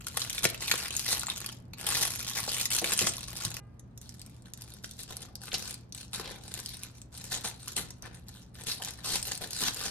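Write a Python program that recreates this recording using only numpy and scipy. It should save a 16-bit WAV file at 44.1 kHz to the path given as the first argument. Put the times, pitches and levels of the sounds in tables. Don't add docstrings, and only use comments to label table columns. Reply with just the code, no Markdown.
import sys
import numpy as np
from scipy import signal
from scipy.fft import rfft, irfft
from scipy.io import wavfile
from scipy.ndimage import uniform_filter1d, map_coordinates

SR = 44100
rng = np.random.default_rng(int(sys.argv[2]) if len(sys.argv) > 2 else 0)


def persist_wave(psi):
    counts = np.round(np.clip(psi, -1, 1) * 32767).astype(np.int16)
    wavfile.write(sys.argv[1], SR, np.atleast_2d(counts).T)


N = 436590
TIME = np.arange(N) / SR
JUMP_S = 3.601


def amp(db):
    return 10 ** (np.asarray(db) / 20)


def unit(x):
    return x / np.sqrt(np.mean(x ** 2) + 1e-20)


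def read(points, hz, axis=1):
    table = np.transpose(points)
    return np.interp(np.log(hz + 1), np.log(table[0] + 1), table[axis])


def bins(x):
    return np.fft.rfftfreq(x.shape[-1], 1 / SR)


def add(mix, s, sound):
    part = mix[:, max(round(s * SR), 0):][:, :sound.shape[1]]
    part += sound[:, :part.shape[1]]


def causal(db):
    nepers = np.log(amp(np.r_[db, db[-2:0:-1]]))
    return np.exp(np.conj(signal.hilbert(nepers)))[:len(db)]


def split(x, cross_hz=2700):
    bands = []
    for kind in ("low", "high"):
        half = signal.butter(2, cross_hz, kind, fs=SR, output="sos")
        bands.append(unit(signal.sosfilt(np.vstack([half, half]), x)))
    return bands


def moves(table, attack_s, release_db_per_s, settle_db, settle_db_per_s):
    power = np.zeros((2, N))
    for start, length, db, swell_db, heft_db in table:
        t = np.maximum(TIME - start, 0)
        after = np.maximum(t - length, 0)
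        grip = (1 + np.tanh((TIME - start) / attack_s - .5)) / 2
        hold = grip * amp(db + swell_db * (np.minimum(t / length, 1) - .5))
        settling = min(amp(settle_db), 1)
        quick = (1 - settling) * amp(-release_db_per_s * after)
        slow = settling * amp(-settle_db_per_s * after)
        power += np.outer([1, amp(heft_db)], hold * (quick + slow)) ** 2
    return power


# start_s, length_s, level_db (treble, mid-move),
# swell_db (start to end), heft_db (body relative to treble)
FINGER_PULLS = [(0.0, 0.4, -45, 12.5, -5.5), (0.192, 0.043, -38.5, -13, -15.5),
                (0.425, 0.0086, -31, 8, -7.5), (0.47, 0.13, -47, -2.5, -6.5), (0.6, 0.094, -36.5, 1.5, -7),
                (0.712, .15, -36.5, -2, -6.5), (0.915, 0.18, -38, 2, -9.5), (1.04, 0.084, -32.5, 15.5, -10),
                (1.15, 0.058, -41, 6.5, -11), (1.28, 0.23, -43.5, -4.5, -5.5), (1.772, 0.074, -44, 1.5, -2),
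                (1.86, 0.19, -29.5, 2.5, -6), (2.07, 0.39, -38, -1, -10), (2.35, 0.03, -33, 1.5, -4),
                (2.472, 0.15, -32.5, 3, -10.5), (2.708, 0.06, -29, 1.5, -11.5), (2.81, 0.12, -35, 12, -7),
                (2.974, 0.11, -29, -1.5, -10), (3.09, 0.17, -43, -0.5, -9.5), (3.26, 0.17, -46.5, 1, -3),
                (3.397, 0.048, -37.5, 4, -6), (3.49, 0.1, -46.5, 1.5, -1.5)]
KNIFE_STROKES = [(4.012, 0.17, -60.5, -4, -8), (4.19, 0.21, -66.5, -8.5, -0.5),
                 (4.455, 0.021, -57.5, -12, 2.5), (4.56, 0.2, -58.5, 4.5, -2.5),
                 (4.83, 0.16, -57.5, -13, -24), (4.983, 0.029, -42.5, -6.5, -11),
                 (5.083, 0.047, -47, -6, 0), (5.19, 0.034, -54, 8.5, 0), (5.408, 0.081, -49, -4, -6),
                 (5.52, 0.04, -40, -5, -1.5), (5.58, 0.13, -45, 0.5, -5), (5.942, 0.067, -49, 7, -9),
                 (6.128, 0.072, -40.5, -5.5, -1.5), (6.235, 0.11, -51, -1, 2.5),
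                 (6.41, 0.18, -50.5, 8.5, -3.5), (6.537, 0.21, -51.5, 10.5, -9),
                 (6.78, 0.071, -54, 6.5, -3), (6.942, 0.056, -59, -14, -3.5), (7.12, 0.23, -50, 5, -5.5),
                 (7.308, 0.041, -35, -0.5, -4.5), (7.435, 0.02, -35, 2, -7), (7.585, 0.12, -51, 12, -7),
                 (7.762, 0.015, -32, -1.5, -4), (8.025, 0.052, -57.5, -6, 11.5), (8.13, 0.04, -58, -6, 4),
                 (8.26, 0.15, -58.5, 3.5, -2.5), (8.54, 0.082, -53.5, 9, -2.5), (8.662, 0.069, -35, -4, -7),
                 (8.817, 0.074, -43.5, 2, -5.5), (8.975, 0.058, -57, -10, 3.5), (9.035, 0.12, -35, 7, -7.5),
                 (9.245, 0.085, -39, -1, -7), (9.403, 0.041, -42, -2.5, 0), (9.5, 0.12, -39.5, 11, -10.5),
                 (9.606, 0.066, -33, 2, -6), (9.75, 0.12, -39.5, 7, -5)]


def handling(rest_db=-85):
    fingers = moves(FINGER_PULLS, attack_s=0.0054, release_db_per_s=322.5,
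                    settle_db=-15.0, settle_db_per_s=130.0)
    knife = moves(KNIFE_STROKES, attack_s=0.0089, release_db_per_s=299.5,
                  settle_db=-19.5, settle_db_per_s=108.0)
    power = np.where(TIME < JUMP_S, fingers, knife) + amp(rest_db) ** 2
    treble_db, body_db = 10 * np.log10(power)
    return treble_db, body_db - treble_db


# frequency_hz, level_db (per Hz)
FOIL_COLOUR = [(90, -2), (250, -1.5), (500, -1.5), (850, -1), (1500, 0), (4500, 5.5), (7000, 3), (9500, 2),
               (12500, -2.5), (15500, -11.5), (16500, -34)]
# frequency_hz, left_lead_rad (phase), likeness (0-1)
STEREO_SPREAD = [(450, .7, .62), (1200, .2, .9), (2300, .55, .65), (4500, 2.6, .7), (7300, 2.4, .65),
                 (9000, .05, .94), (13000, 1.4, .75), (15000, 3, .95)]


def crease(crack_s, slips_s, ring_db, count=3, size=1024):
    t = np.arange(size) / SR
    starts = np.r_[0, np.cumsum(rng.uniform(.3, 1.4, count - 1) * slips_s)][:, None]
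    strengths = np.r_[1, rng.uniform(.25, 1, count - 1)]
    slips = strengths @ ((t >= starts) * np.exp(-abs(t - starts) / crack_s))
    ring_s, facets_db = .004, 4.6
    envelope = slips + amp(ring_db) * np.exp(-t / ring_s)
    shared, apart = rfft(rng.standard_normal((2, size)) * envelope)
    hz = bins(t)
    like = np.clip(read(STEREO_SPREAD, hz, axis=2), 0, 1)
    right = like * shared + np.sqrt(1 - like ** 2) * apart
    right = right * np.exp(-1j * read(STEREO_SPREAD, hz))
    facet_hz = np.geomspace(700, 16000, 20)
    facets = np.interp(hz, facet_hz, np.r_[0, rng.standard_normal(len(facet_hz) - 1)])
    colour = causal(read(FOIL_COLOUR, hz) + facets_db * facets)
    pair = irfft(np.array([shared, right]) * colour)
    fade = np.minimum(1, 2 * (1 - t / t[-1])) ** 2
    return unit(pair * fade)


def flex(x, size=256):
    hold_s, depth_db, facet_hz = .035, 3.2, np.geomspace(400, 16000, 20)
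    hz, frame_s, z = signal.stft(x, SR, nperseg=size)
    shapes = rng.standard_normal((len(facet_hz), int(frame_s[-1] / hold_s) + 2))
    facet = np.interp(hz, facet_hz, np.arange(len(facet_hz)))
    where = np.meshgrid(facet, frame_s / hold_s, indexing="ij")
    gain = amp(depth_db * map_coordinates(shapes, where, order=1))
    return signal.istft(z * gain, SR, nperseg=size)[1][:, :N]


def crackle(level_db, heft_db, treble_db=-2.22, body_db=-4.0, count=160):
    unwrapping = TIME < JUMP_S
    per_s = np.where(unwrapping, 330, 620)
    spread_db = np.where(unwrapping, 5.6, 4.4)
    crowding, cap = .75, 3
    rate = per_s * amp(crowding * (np.maximum(level_db, -50) + 40))
    at = np.flatnonzero(rng.random(N) < rate / SR)
    sizes = amp(spread_db * np.minimum(rng.exponential(1, N), cap))[at]
    kinds = rng.integers(0, count, N)[at]
    bank = [crease(crack_s=.0005, slips_s=.0009, ring_db=-20) for _ in range(count)]
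    swarm = np.zeros((2, N))
    for start, strength, kind in zip(at, sizes, kinds):
        add(swarm, start / SR, strength * bank[kind])
    rub_db = np.where(unwrapping, -13, -8)
    noise = rfft(rng.standard_normal((2, N)))
    rub = irfft(noise * amp(read(FOIL_COLOUR, bins(TIME))), N)
    swarm = flex(unit(swarm) + amp(rub_db) * unit(rub * np.sqrt(rate)))
    power = uniform_filter1d(uniform_filter1d(swarm ** 2, size=2300).mean(0), size=1500)
    body, treble = split(swarm / np.sqrt(power))
    return amp(level_db) * (amp(treble_db) * treble + amp(heft_db + body_db) * body)


# start_s, level_db (over 5 ms, before gain),
# heft_db (body relative to treble)
CREASE_SNAPS = [(0.068, -33, -25), (0.1704, -24, -6.5), (0.297, -31, -15.5), (0.4425, -21.5, -12),
                (0.4523, -22.5, -9), (0.7134, -19.5, -9.5), (0.739, -28.5, 1), (0.9063, -33, -5.5),
                (0.966, -25, -29), (1.194, -30.5, -23), (1.4614, -31.5, -16), (1.734, -41, -6.5),
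                (1.8663, -25, -14), (2.028, -26, -23), (2.52, -44, -9), (2.655, -24.5, -16),
                (2.7041, -30, -12), (2.7848, -24.5, -12), (2.843, -27.5, -7), (2.9345, -25.5, -18),
                (2.976, -27, -18), (2.9907, -21.5, -13), (3.069, -23, -5), (3.5665, -35.5, -6.5),
                (4.8426, -37.5, -4.5), (5.48, -43, 0.5), (5.5425, -30.5, -10), (5.9481, -40, -15.5),
                (7.7648, -29, -12), (7.905, -43, -11), (8.8205, -36.5, -4.5), (9.156, -29, -9.5),
                (9.318, -32, -16), (9.682, -28, -4)]


def snaps(table, crack_s, slips_s, ring_db, gain_db, cross_hz=2100, db_per_octave=20.0):
    out, span_s = np.zeros((2, N)), .005
    for s, db, heft_db in table:
        crack = crease(crack_s * amp(heft_db / 5), slips_s, ring_db)
        split_hz = np.clip(cross_hz * 2 ** (-heft_db / db_per_octave), 1800, 7500)
        body, treble = split(crack, split_hz)
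        snap = unit(treble + amp(heft_db) * body)
        add(out, s, amp(db + gain_db) * snap * np.sqrt(span_s * SR / snap.shape[1]))
    return out


# start_s, level_db (over 5 ms), pitch_hz
FACET_PINGS = [(0.069, -37.5, 1340), (0.2178, -27, 3980), (0.3801, -29, 2280), (0.4425, -36, 1490),
               (0.4515, -22, 1730), (0.545, -38, 2700), (0.6799, -29.5, 3000), (0.7138, -25, 1620),
               (0.859, -38.5, 2060), (1.233, -34.5, 1150), (1.268, -30.5, 7600), (1.284, -34, 1110),
               (1.2997, -26.5, 3750), (2.715, -32, 2320), (2.843, -28, 1900)]


def pings(table, crack_db=-6, width_hz=480):
    out, span_s = np.zeros((2, N)), .005
    for s, db, hz in table:
        crack = crease(crack_s=.0007, slips_s=.0012, ring_db=-18)
        b, a = signal.iirpeak(hz, hz / width_hz, fs=SR)
        ring = signal.lfilter(b, a, crack)
        ping = unit(unit(ring) + amp(crack_db) * crack)
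        add(out, s, amp(db) * ping * np.sqrt(span_s * SR / ping.shape[1]))
    return out


# (over 5 ms, before gain)
FOIL_TICKS = [(0.083, -36), (0.501, -34), (0.995, -29), (1.125, -31), (1.404, -38), (2.297, -33.5),
              (2.614, -31.5), (2.749, -28.5), (2.89, -38), (3.168, -37), (3.305, -42), (3.37, -36.5),
              (3.4505, -27), (3.542, -37), (3.795, -50.5), (3.9762, -45.5), (4.015, -46.5), (4.0927, -42.5),
              (4.195, -48), (4.216, -43), (4.263, -49), (4.422, -57.5), (4.536, -39), (4.575, -49),
              (4.6197, -41), (4.61, -47), (4.738, -46), (4.911, -42), (4.99, -46), (5.033, -41),
              (5.168, -35.5), (5.227, -53), (5.3544, -37.5), (5.582, -38), (5.742, -37.5), (5.924, -40),
              (6.54, -33), (6.66, -33.5), (6.691, -40), (6.834, -35.5), (7.017, -44.5), (7.176, -42.5),
              (7.241, -41), (7.253, -46), (7.681, -35), (8.023, -42), (8.284, -45), (8.848, -33.5),
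              (8.989, -54), (9.2276, -31), (9.3765, -37), (9.507, -36.5), (9.745, -36)]


def ticks(level_db, over_db=2, scatter_db=7, ceiling_db=-37, heft_db=-19, count=130):
    at = rng.integers(0, N, count)
    stray_db = level_db[at] + over_db + scatter_db * rng.random(count)
    stray_db = np.minimum(stray_db, ceiling_db)
    strays = list(zip(at / SR, stray_db))
    rows = [(s, db, heft_db) for s, db in FOIL_TICKS + strays]
    return snaps(rows, crack_s=.0008, slips_s=.0007, ring_db=-18, gain_db=0.5)


def bursts(table, band_ratio, apart, rise_share, grit, push, size=16000):
    out, t = np.zeros((2, N)), np.arange(size) / SR
    ratio = max(band_ratio, 1.1)
    for s, db, hz, decay_s in table:
        middle, side, grain = rng.standard_normal((3, size))
        shape = np.exp(-t / decay_s) * (1 - np.exp(-t / (rise_share * decay_s)))
        catching = np.exp(grit * unit(uniform_filter1d(grain, size=90)))
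        band = signal.butter(2, [hz / ratio, hz * ratio], "band", fs=SR, output="sos")
        blow = push * np.linalg.norm(shape) * signal.unit_impulse(size)
        noise = np.array([middle + apart * side, middle - apart * side])
        sound = signal.sosfilt(band, blow + noise * shape * catching)
        add(out, s, amp(db) * unit(sound) * np.sqrt(np.mean(shape ** 2)))
    return out


# start_s, level_db, centre_hz, decay_s
BLADE_RASPS = [(5.516, -25, 2820, 0.0038), (5.539, -20, 3850, 0.0076), (5.08, -53.5, 660, 0.16),
               (6.13, -42, 1640, 0.055), (6.19, -46, 670, 0.087), (6.24, -36, 3350, 0.031),
               (7.44, -33.5, 786, 0.013), (8.785, -39, 785, 0.03)]


def rasps():
    return bursts(BLADE_RASPS, band_ratio=1.34, apart=0.19, rise_share=0.98, grit=0.73, push=0)


# start_s, level_db, centre_hz, decay_s
TABLE_BUMPS = [(0.4525, -21, 225, 0.0028), (2.478, -30.5, 406, 0.005), (2.819, -35, 333, 0.037),
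               (3.015, -32, 197, 0.025), (3.45, -36.5, 94.4, 0.02), (6.198, -44, 285, 0.012),
               (7.767, -50.5, 162, 0.074), (9.41, -47, 300, 0.037), (9.608, -46.5, 192, 0.028)]


def thuds():
    return bursts(TABLE_BUMPS, band_ratio=2.12, apart=0.12, rise_share=0.011, grit=0, push=0.32)


# frequency_hz, gain_db
CUTTING_COLOUR = [(400, 4), (780, 2), (1150, -1), (1500, 3.5), (2150, -2), (4000, 3.5), (9000, 1),
                  (13000, 0)]


def coloured_by_cutting(dry):
    return irfft(rfft(dry) * causal(read(CUTTING_COLOUR, bins(TIME))), N)


# frequency_hz, t60_s
ROOM_DECAY = [(250, 0.59), (6000, 0.24), (14000, 0.017)]


def kitchen(x, wet_db=-12, near_db=-10, near_s=0.0041, size=20000):
    t = np.arange(size) / SR
    arrivals = (rng.random((2, size)) < 4000 / SR) * (t > .003)
    taps = rng.choice([-1., 1.], (2, size)) * arrivals
    hz, frame_s, z = signal.stft(taps, SR, nperseg=256)
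    decay = amp(-60 * frame_s / read(ROOM_DECAY, hz)[:, None])
    tail = signal.istft(z * decay, SR, nperseg=256)[1][:, :size]
    near = unit(taps * np.exp(-t / near_s))
    echo = (amp(wet_db) * unit(tail) + amp(near_db) * near) / np.sqrt(size)
    return x + signal.fftconvolve(x, echo, axes=1)[:, :N]


def faint_tone(pitch_hz=405, db=-62, dull_hz=2150, count=7):
    t = np.maximum(TIME - JUMP_S, 0)
    knots, fade_s = np.linspace(0, 1, 22), .14
    tone = 0
    for hz in pitch_hz * np.arange(2, count + 1):
        flutter = np.interp(t, knots, 1 + rng.rayleigh(1, len(knots))) / 2
        dulling = 1 + (hz / dull_hz) ** 4
        fade = np.exp(-t / fade_s * np.sqrt(dulling))
        tone = tone + flutter * np.sin(2 * np.pi * hz * t) * fade / dulling
    return amp(db) * tone / 2


# (per Hz, relative)
AIR_COLOUR = [(20, -22.5), (55, 6), (100, 2.5), (220, -2), (400, -15), (750, -21), (1400, -29.5),
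              (3500, -45), (16000, -64)]
# frequency_hz, level_db (before the lift ahead of the jump)
MAINS_HUM = [(119.6, -55.5), (178.5, -67.5)]


def background(air_db=-52.5, side_db=-17, wide_hz=450, waver=0.1, first_db=2.0):
    hz = bins(TIME)
    middle, side = rfft(rng.standard_normal((2, N))) * amp(read(AIR_COLOUR, hz))
    side = side * (amp(side_db) + hz ** 2 / (hz ** 2 + wide_hz ** 2))
    air = amp(air_db) * unit(irfft([middle + side, middle - side], N))
    knots = np.linspace(0, TIME[-1], 90)
    for f, db in MAINS_HUM:
        swell, drift = (np.interp(TIME, knots, v) for v in rng.standard_normal((2, len(knots))))
        hum = (1 + waver * swell) * np.sin(2 * np.pi * f * TIME + waver * drift)
        air = air + amp(db) * unit(hum)
    return air * amp(first_db * (TIME < JUMP_S))


def scene(left_db=0.82):
    level_db, heft_db = handling()
    cracks = snaps(CREASE_SNAPS, crack_s=0.0014, slips_s=.0014, ring_db=-20, gain_db=0.5)
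    foil = crackle(level_db, heft_db) + cracks + pings(FACET_PINGS)
    balance = amp([[left_db], [-left_db]])
    dry = (foil + thuds() + rasps()) * balance
    cutting = coloured_by_cutting(dry)
    foil_ticks, after = ticks(level_db), TIME >= JUMP_S
    tick_near_db = -12
    unwrap = kitchen(dry) + kitchen(foil_ticks, near_db=tick_near_db)
    cut = kitchen(cutting * after) + kitchen(foil_ticks * after, near_db=tick_near_db)
    return unwrap * ~after + cut + background() + faint_tone()


EDGE_HZ = 16200


def record(dry):
    lowpass = signal.firwin(255, EDGE_HZ, window=("kaiser", 9), fs=SR)
    return signal.oaconvolve(dry, lowpass[None], "same")


dry = scene()
out = record(dry)
persist_wave(out)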